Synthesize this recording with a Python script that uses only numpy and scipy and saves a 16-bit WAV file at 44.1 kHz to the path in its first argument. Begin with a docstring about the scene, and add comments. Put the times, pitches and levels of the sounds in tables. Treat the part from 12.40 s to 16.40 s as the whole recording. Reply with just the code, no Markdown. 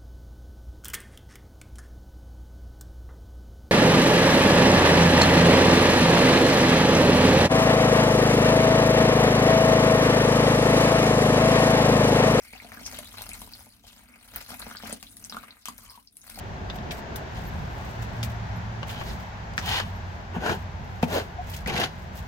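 """Close trickling and plopping: a thin stream of water wanders over wet paper scraps in a plastic tub.
It traps air pockets that plop, sheds small bubbles and fine spray, and drums on the tub; drops snap
on the floating paper. The tub's walls echo at once, the air inside rings, and a small, still room
adds a short tail."""
import sys
import numpy as np
from scipy import signal
from scipy.fft import rfft, irfft
from scipy.io import wavfile

SR = 44100
rng = np.random.default_rng(int(sys.argv[2]) if len(sys.argv) > 2 else 0)


def to_wav(sig):
    """Store sig (one row per channel, or 1-D mono) as 16-bit WAV at the path in sys.argv[1].

    Samples outside -1..1 are clipped; the rate is SR.
    """
    pcm = np.clip(np.atleast_2d(sig), -1, 1) * 32767
    pcm = np.round(pcm).astype(np.int16)
    wavfile.write(sys.argv[1], SR, pcm.T)  # frames by channels


N = 176400

# Pour strength, harder on open water, softer on paper: time_s, plop_db, bubble_db, spray_db, drum_db
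POUR_LEVELS = [(0, -54, -60.5, -56.5, -62.5), (0.11, -66, -62.5, -57, -62), (0.15, -52.5, -55.5, -59, -66),
               (0.3, -53, -58, -56, -56), (0.42, -48, -54.5, -53.5, -52.5), (0.55, -45.5, -48.5, -49, -48),
               (0.63, -53.5, -56, -54, -52.5), (0.71, -52.5, -55.5, -54.5, -56.5),
               (0.8, -50.5, -53, -50.5, -53), (0.93, -49, -54, -50, -52.5), (1.04, -57.5, -54.5, -50, -51),
               (1.11, -62, -60.5, -60, -53), (1.2, -56, -57, -52.5, -59.5), (1.4, -72.5, -70, -70.5, -63),
               (1.45, -63, -57.5, -60.5, -61.5), (1.55, -61, -61, -60, -59.5), (1.72, -55.5, -69, -63, -58),
               (1.9, -61, -63.5, -59, -64), (1.966, -44, -50.5, -50.5, -48), (2.06, -58, -55, -55, -61.5),
               (2.132, -43, -50, -45.5, -52), (2.18, -57, -60, -55, -63), (2.23, -46, -54.5, -54.5, -46),
               (2.34, -52.5, -56, -53, -65), (2.488, -41.5, -49.5, -51, -50.5),
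               (2.59, -61.5, -60.5, -57.5, -64), (2.8, -62.5, -66, -54.5, -52),
               (2.978, -54, -55, -54, -53.5), (3.1, -55.5, -74, -65, -59.5), (3.23, -68, -67, -65, -72),
               (3.3, -58, -66, -60, -55.5), (3.5, -57.5, -57, -52.5, -61.5), (3.641, -76, -74, -68.5, -76),
               (3.751, -77.5, -77, -64, -62), (3.851, -57, -61.5, -55, -63.5), (4, -49.5, -51, -49, -44)]
# Splash spectrum: freq_hz, gain_db
SPLASH_SPECTRUM = [(240, -15), (400, -11), (697, -5.5), (1010, -4.5), (1090, -9), (1420, -2), (1790, -6),
                   (2050, -1), (2800, -3.5), (4730, -3), (7280, -9), (8900, 2), (11900, -3), (15000, -3),
                   (16000, -11)]
# Large drops that trap air: start_s, level_db, pitch_hz, tub_push_db, cycles_to_crest
PLOPS = [(0.1328, -39, 764, -51, 0.38), (0.15, -44.5, 720, -77, 1.3), (0.2221, -43, 820, -54, 0.35),
         (0.246, -38, 700, -49, 0.91), (0.319, -32.5, 2050, -74, 0.6), (0.323, -43.5, 710, -57, 1.2),
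         (0.342, -40, 2090, -54, 0.6), (0.3714, -36, 1580, -46.5, 1.2), (0.4113, -40, 700, -49, 0.76),
         (0.5315, -39, 685, -50, 0.68), (0.587, -37.5, 630, -55, 0.98), (0.741, -36.5, 1260, -60, 0.54),
         (0.791, -39, 820, -68, 0.96), (0.81, -34, 850, -70, 0.47), (0.89, -42, 680, -53, 0.68),
         (1.0171, -32.5, 970, -48.5, 0.41), (1.074, -40.5, 930, -56, 0.46), (1.207, -46, 880, -60.5, 0.72),
         (1.267, -43.5, 760, -59, 0.4), (1.441, -47, 750, -79, 0.78), (2.105, -34, 850, -51, 0.39),
         (2.117, -36.5, 1360, -44, 1.3), (2.132, -38, 700, -60, 0.97), (2.2035, -33, 1350, -54, 0.37),
         (2.267, -29, 805, -45.5, 0.25), (2.312, -30, 1470, -48, 0.6), (2.3499, -31.5, 1520, -49.5, 0.6),
         (2.4012, -36.5, 1570, -70, 0.59), (2.4352, -28.5, 815, -41.5, 0.24), (2.4539, -38, 1470, -43, 1.1),
         (2.4847, -41, 1400, -48, 1), (2.4947, -40, 590, -43.5, 1.5), (2.5256, -29, 646, -39.5, 0.43),
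         (2.6292, -39.5, 1010, -51.5, 0.25), (2.9237, -29.5, 1320, -49, 0.47),
         (2.9453, -29.5, 1330, -48, 0.49), (2.9675, -25.5, 1330, -47, 0.91), (3.0357, -36, 1250, -63, 0.73),
         (3.256, -39, 1190, -70, 1.4), (3.284, -29.5, 1070, -45, 1.33), (3.575, -44, 930, -59.5, 1.65),
         (3.975, -37, 764, -49, 0.84), (3.985, -41, 680, -44, 1.1)]
# Small bubbles popping: start_s, level_db, pitch_hz
PIPS = [(0.133, -33.5, 2210), (0.2002, -32.5, 2200), (0.463, -20.5, 5550), (0.7825, -30, 3940),
        (0.9156, -31.5, 2480), (0.939, -39, 2130), (1.1352, -28, 4540), (1.7387, -41.5, 2400),
        (1.953, -40.5, 1940), (2.2183, -27.5, 4170), (2.369, -26, 4630), (2.668, -36, 3600),
        (2.841, -27, 5960), (2.8969, -25.5, 5140), (2.9235, -29, 3700), (3.1067, -33.5, 4000),
        (3.2744, -31, 3140), (3.673, -37, 4874), (3.815, -38, 6200), (3.957, -34.5, 4730)]
# Drops snapping on wet paper: start_s, level_db, pitch_hz, splat_energy_db
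SNAPS = [(0.4634, -28.5, 10900, -14), (0.4684, -42, 9200, -18), (0.5133, -35, 9100, -16.5),
         (0.5879, -18.5, 10440, -12), (0.6447, -34.5, 11100, -18), (0.8188, -21.5, 12200, -12),
         (0.8909, -22, 9800, -14), (0.9329, -22, 8500, -33), (1.0177, -26, 11400, -19),
         (1.1242, -33, 14300, -33), (1.9602, -12.5, 13700, -16), (2.1038, -25.5, 11600, -38),
         (2.1939, -24, 10200, -30), (2.1967, -22.5, 10000, -17), (2.4719, -26, 10000, -16),
         (2.4945, -31, 8850, -16), (2.5264, -16, 8930, -15), (2.6271, -29, 13200, -14.5),
         (2.7682, -26.5, 10200, -21.5), (2.8479, -23.5, 8540, -19), (3.2553, -21, 11060, -8.5),
         (3.2573, -29, 12400, -17), (3.2839, -24.5, 9200, -9), (3.3799, -27.5, 12300, -21.5),
         (3.7686, -25.5, 10030, -31), (3.8991, -38, 11900, -15), (3.9883, -23.5, 9900, -10)]
# Flurries of like-sized bubbles: start_s, length_s, level_db, pitch_hz
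FLURRIES = [(0, 0.16, -61, 2150), (0.432, 0.057, -46.5, 5500), (0.64, 0.039, -54, 3750),
            (0.765, 0.064, -52.5, 3830), (1.57, 0.26, -71.5, 2110), (3.37, 0.27, -63.5, 1040),
            (3.485, 0.034, -53.5, 4645)]
# Modes of the water-laden tub: freq_hz, level_db, t60_s
TUB_MODES = [(109, -6, 0.11), (194.3, -8.5, 0.19), (223.5, 4.5, 0.12), (245.6, -5.5, 0.36),
             (279.5, -7, 0.31), (442.2, -13, 0.14), (687, -4.5, 0.068)]
# Water rumble spectrum: freq_hz, gain_db
RUMBLE_SPECTRUM = [(22, -35), (39, 1), (54, 2.5), (72, -4.5), (100, -0.5), (140, -14.5), (300, -27),
                   (700, -33)]
# Air resonances in the tub: freq_hz, level_db
CAVITY_MODES = [(846, -6), (1024, 7), (1157, 0), (1217, 3), (1481, 1), (1990, 3.5), (2120, 8.5)]
# Tub wall echoes: delay_s, gain
WALL_ECHOES = [(.0064, 0.095), (.0094, 0.24), (0.0186, 0.23)]
# Room decay: freq_hz, t60_s
ROOM_DECAY = [(200, 0.41), (1000, 0.089), (3000, 0.16), (8000, 0.046), (16000, 0.05)]
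# Still room spectrum: freq_hz, gain_db
HUSH_SPECTRUM = [(30, -15), (200, 12), (400, 2), (2000, -53.5), (16000, -43)]

PLOP, BUBBLE, SPRAY, DRUM = 1, 2, 3, 4  # POUR_LEVELS columns
SPOTS = 8  # landing spots in the tub


def splashing():
    """The stream: plops, small bubbles, spray and patter share the same gushes."""
    gush = amp(6 * wobble(below_hz=110))
    plops = swarm(gush, low_hz=422, high_hz=2560, per_s=1300, cycles=0.6, spread_db=4.5)
    pips = swarm(gush, low_hz=2344, high_hz=7380, per_s=1600, cycles=1.5, spread_db=6.5)
    spray = swarm(gush, low_hz=6300, high_hz=15900, per_s=800, cycles=2.15, spread_db=3.0)
    bubbles = amp(-8.5) * plops * pour(PLOP) + pips * pour(BUBBLE) + amp(-2.5) * spray * pour(SPRAY)
    return bubbles + amp(-3.8) * patter(gush)


def pour(column):
    """Gain over time for one part of the pour."""
    rows = np.array(POUR_LEVELS)
    return amp(np.interp(np.arange(N) / SR, rows[:, 0], rows[:, column]))


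def bubble(hz, cycles, swell=1.35, chirp=0.0041):
    """Air pocket damped by wet paper: crests after `cycles`, dies away, rises slightly in pitch."""
    age = np.arange(0, 8, hz / cycles / SR)  # 1 at the crest
    envelope = (age * np.exp(1 - age)) ** swell
    return envelope * np.sin(2 * np.pi * cycles * (age + chirp * age ** 2))


def swarm(gush, low_hz, high_hz, per_s, cycles, spread_db, kinds=60):
    """Bubbles of random size, damping, strength and spot, bunched by the gushes."""
    born = rng.random(N) < per_s * unit_rms(gush) / SR
    gain = amp(spread_db * np.minimum(rng.exponential(1, N), 3.5))
    kind, spot = rng.integers(0, kinds, N), rng.integers(0, SPOTS, N)
    shapes = [bubble(hz, cycles * rng.uniform(0.46, 2.35)) * rng.choice([-1, 1])
              for hz in np.linspace(low_hz, high_hz, kinds)]
    shapes = [shape / np.linalg.norm(shape) for shape in shapes]
    out = np.zeros((SPOTS, N))
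    for i in np.flatnonzero(born):
        add(out[spot[i]], i / SR, shapes[kind[i]] * gain[i])
    return unit_rms(coloured(out, SPLASH_SPECTRUM)) / np.sqrt(SPOTS)


def patter(gush, per_s=220):
    """Droplets tick on wet paper: sharp clicks across the plop, bubble and spray bands."""
    lands = rng.random((SPOTS, N)) < per_s * unit_rms(gush) / SR / SPOTS
    polarity = rng.choice([-1, 1], lands.shape)
    gain = amp(4.45 * np.minimum(rng.exponential(1, lands.shape), 3))
    clicks = coloured(lands * polarity * gain, SPLASH_SPECTRUM)
    out = 0
    for column, band_hz in (PLOP, [450, 2400]), (BUBBLE, [2400, 7000]), (SPRAY, [7000, 16000]):
        band = signal.butter(2, band_hz, "band", fs=SR)
        out += unit_rms(signal.lfilter(*band, clicks)) * pour(column)
    return out / np.sqrt(SPOTS)


def drops(slap_s=0.000071, splat_s=0.0011):
    """Single loud drops, spread over the spots: a slap and plop, a pip, or a snap and droplet splat."""
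    out, t = np.zeros((SPOTS, N)), np.arange(800) / SR
    slap = np.gradient((t / slap_s) ** 2 * np.exp(-t / slap_s))
    for k, (start_s, db, hz, _, cycles) in enumerate(PLOPS):
        add(out[k % SPOTS], start_s, amp(db) * bubble(hz, max(cycles, 0.3), swell=0.76))
        add(out[k % SPOTS], start_s, amp(db) * slap / slap.max())
    for k, (start_s, db, hz) in enumerate(PIPS):
        add(out[k % SPOTS], start_s, amp(db) * bubble(hz, cycles=1.67))
    splat_band = signal.butter(2, [1500, 12000], "band", fs=SR)
    for k, (start_s, db, hz, splat_db) in enumerate(SNAPS):
        droplets = rng.standard_normal(len(t)) ** 3 * np.exp(-t / splat_s)
        splat = signal.lfilter(*splat_band, droplets / np.linalg.norm(droplets))
        add(out[k % SPOTS], start_s, amp(db) * bubble(hz, cycles=1.43))
        add(out[k % SPOTS], start_s, amp(splat_db) * splat)
    return out


def flurries(per_s=330, pitch_spread=0.085):
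    """The stream bores into one spot: a gurgle or fizz around one pitch swells and fades."""
    out = np.zeros((SPOTS, N))
    for k, (start_s, length_s, db, hz) in enumerate(FLURRIES):
        flurry = np.zeros(round(length_s * SR))
        for slot_s, detune in zip(np.arange(0, length_s, 1 / per_s), rng.standard_normal(SR)):
            ring = bubble(hz * np.exp(pitch_spread * detune), cycles=4.5)
            add(flurry, slot_s + rng.random() / per_s, rng.standard_normal() * ring)
        envelope = np.sqrt(np.hanning(len(flurry)))
        add(out[k % SPOTS], start_s, amp(db) * unit_rms(flurry * envelope))
    return out


def tub(push_s=0.0027):
    """The stream and each large air pocket push on the tub, which rings; the water rumbles below."""
    t, pushes = np.arange(SR // 2) / SR, np.zeros((1, N))
    ring = sum(amp(db - 60 * t / t60_s) * np.sin(2 * np.pi * hz * t + 0.28 * rng.standard_normal((2, 1)))
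               for hz, db, t60_s in TUB_MODES)
    ring *= 1 - np.exp(-t / push_s)
    for start_s, _, _, push_db, _ in PLOPS:
        add(pushes[0], start_s, amp([push_db]))
    drumming = amp(-4.5) * unit_rms(convolve(stereo_noise(width=0.46), ring)) * pour(DRUM)
    rumble = unit_rms(coloured(stereo_noise(width=0.33), RUMBLE_SPECTRUM))
    rumble *= amp(0.5) * np.sqrt(pour(BUBBLE) * pour(DRUM))
    return convolve(pushes, ring) + drumming + rumble


def cavity(water, t60_s=0.13, level_db=-17.5):
    """The air in the tub rings on after each splash."""
    t = np.arange(SR // 3) / SR
    ring = sum(amp(db - 60 * t / t60_s) * np.sin(2 * np.pi * (hz * t + rng.random((2, 1))))
               for hz, db in CAVITY_MODES)
    return amp(level_db) * convolve(water[None], ring / np.linalg.norm(ring[0]))


def sound_paths(spot, travel_s=0.0006, scatter_s=0.012, scatter_db=-3, room_db=-9.5, pan_db=1.49):
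    """Direct sound from one spot, left side first; then wall echoes, tub scatter and room tail."""
    t = np.arange(SR // 3) / SR
    early = np.zeros((2, len(t)))
    right_lag_s = 0.0001 + 0.00004 * rng.uniform(-1, 1)
    for side in (0, 1):
        add(early[side], travel_s + side * right_lag_s, [1.])
        for delay_s, gain in WALL_ECHOES:
            echo_s = travel_s + delay_s * (1 + 0.13 * rng.uniform(-1, 1))
            add(early[side], echo_s, gain * np.hanning(5) / 2)
    scatter, tail = rng.standard_normal((2, 2, len(t))) * (t > travel_s + 0.001)
    scatter *= np.exp(-t / scatter_s)
    hz, frame_s, spectra = signal.stft(tail, SR, nperseg=256)
    spectra *= amp(-60 * frame_s / log_interp(ROOM_DECAY, hz)[:, None])
    tail = signal.istft(spectra, SR, nperseg=256)[1][:, :len(t)]
    response = early + amp(scatter_db) * scatter / np.linalg.norm(scatter[0])
    response += amp(room_db) * tail / np.linalg.norm(tail[0])
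    return convolve(spot[None], response) * amp([[pan_db], [-pan_db]])


def room_hush(level_db=-78):
    """Faint low noise of the still room."""
    return amp(level_db) * unit_rms(coloured(rng.standard_normal((2, N)), HUSH_SPECTRUM))


def amp(db):
    """Decibels to gain."""
    return 10 ** (np.asarray(db) / 20)


def unit_rms(x):
    """Scales to an rms of one."""
    return x / np.sqrt(np.mean(x ** 2) + 1e-20)


def log_interp(points, hz):
    """Reads a table on a log-frequency axis."""
    freq_hz, value = np.transpose(points)
    return np.interp(np.log(hz + 1), np.log(freq_hz + 1), value)


def coloured(x, spectrum):
    """Filters by a spectrum table."""
    return irfft(rfft(x) * amp(log_interp(spectrum, np.fft.rfftfreq(N, 1 / SR))), N)


def wobble(below_hz):
    """Low-passed noise, unit rms."""
    return unit_rms(irfft(rfft(rng.standard_normal(N)) * (np.fft.rfftfreq(N, 1 / SR) < below_hz), N))


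def stereo_noise(width):
    """Shared noise plus a separate part per side."""
    return rng.standard_normal(N) + width * rng.standard_normal((2, N))


def convolve(x, response):
    """Applies a stereo response, cut to N samples."""
    return signal.fftconvolve(x, response, axes=1)[:, :N]


def add(mix, start_s, sound):
    """Mixes a sound in at start_s."""
    part = mix[max(round(start_s * SR), 0):][:len(sound)]
    part += sound[:len(part)]


def scene():
    """Water and tub over the still room."""
    hush = room_hush()
    water = splashing() + flurries() + drops()
    return sum(sound_paths(spot) for spot in water) + cavity(water.sum(0)) + tub() + hush


def record(dry):
    """Band limit: 16 kHz low-pass."""
    lowpass = signal.firwin(255, 16000, window=("kaiser", 8), fs=SR)
    return signal.oaconvolve(dry, lowpass[None], "same")


dry = scene()
out = record(dry)
to_wav(out)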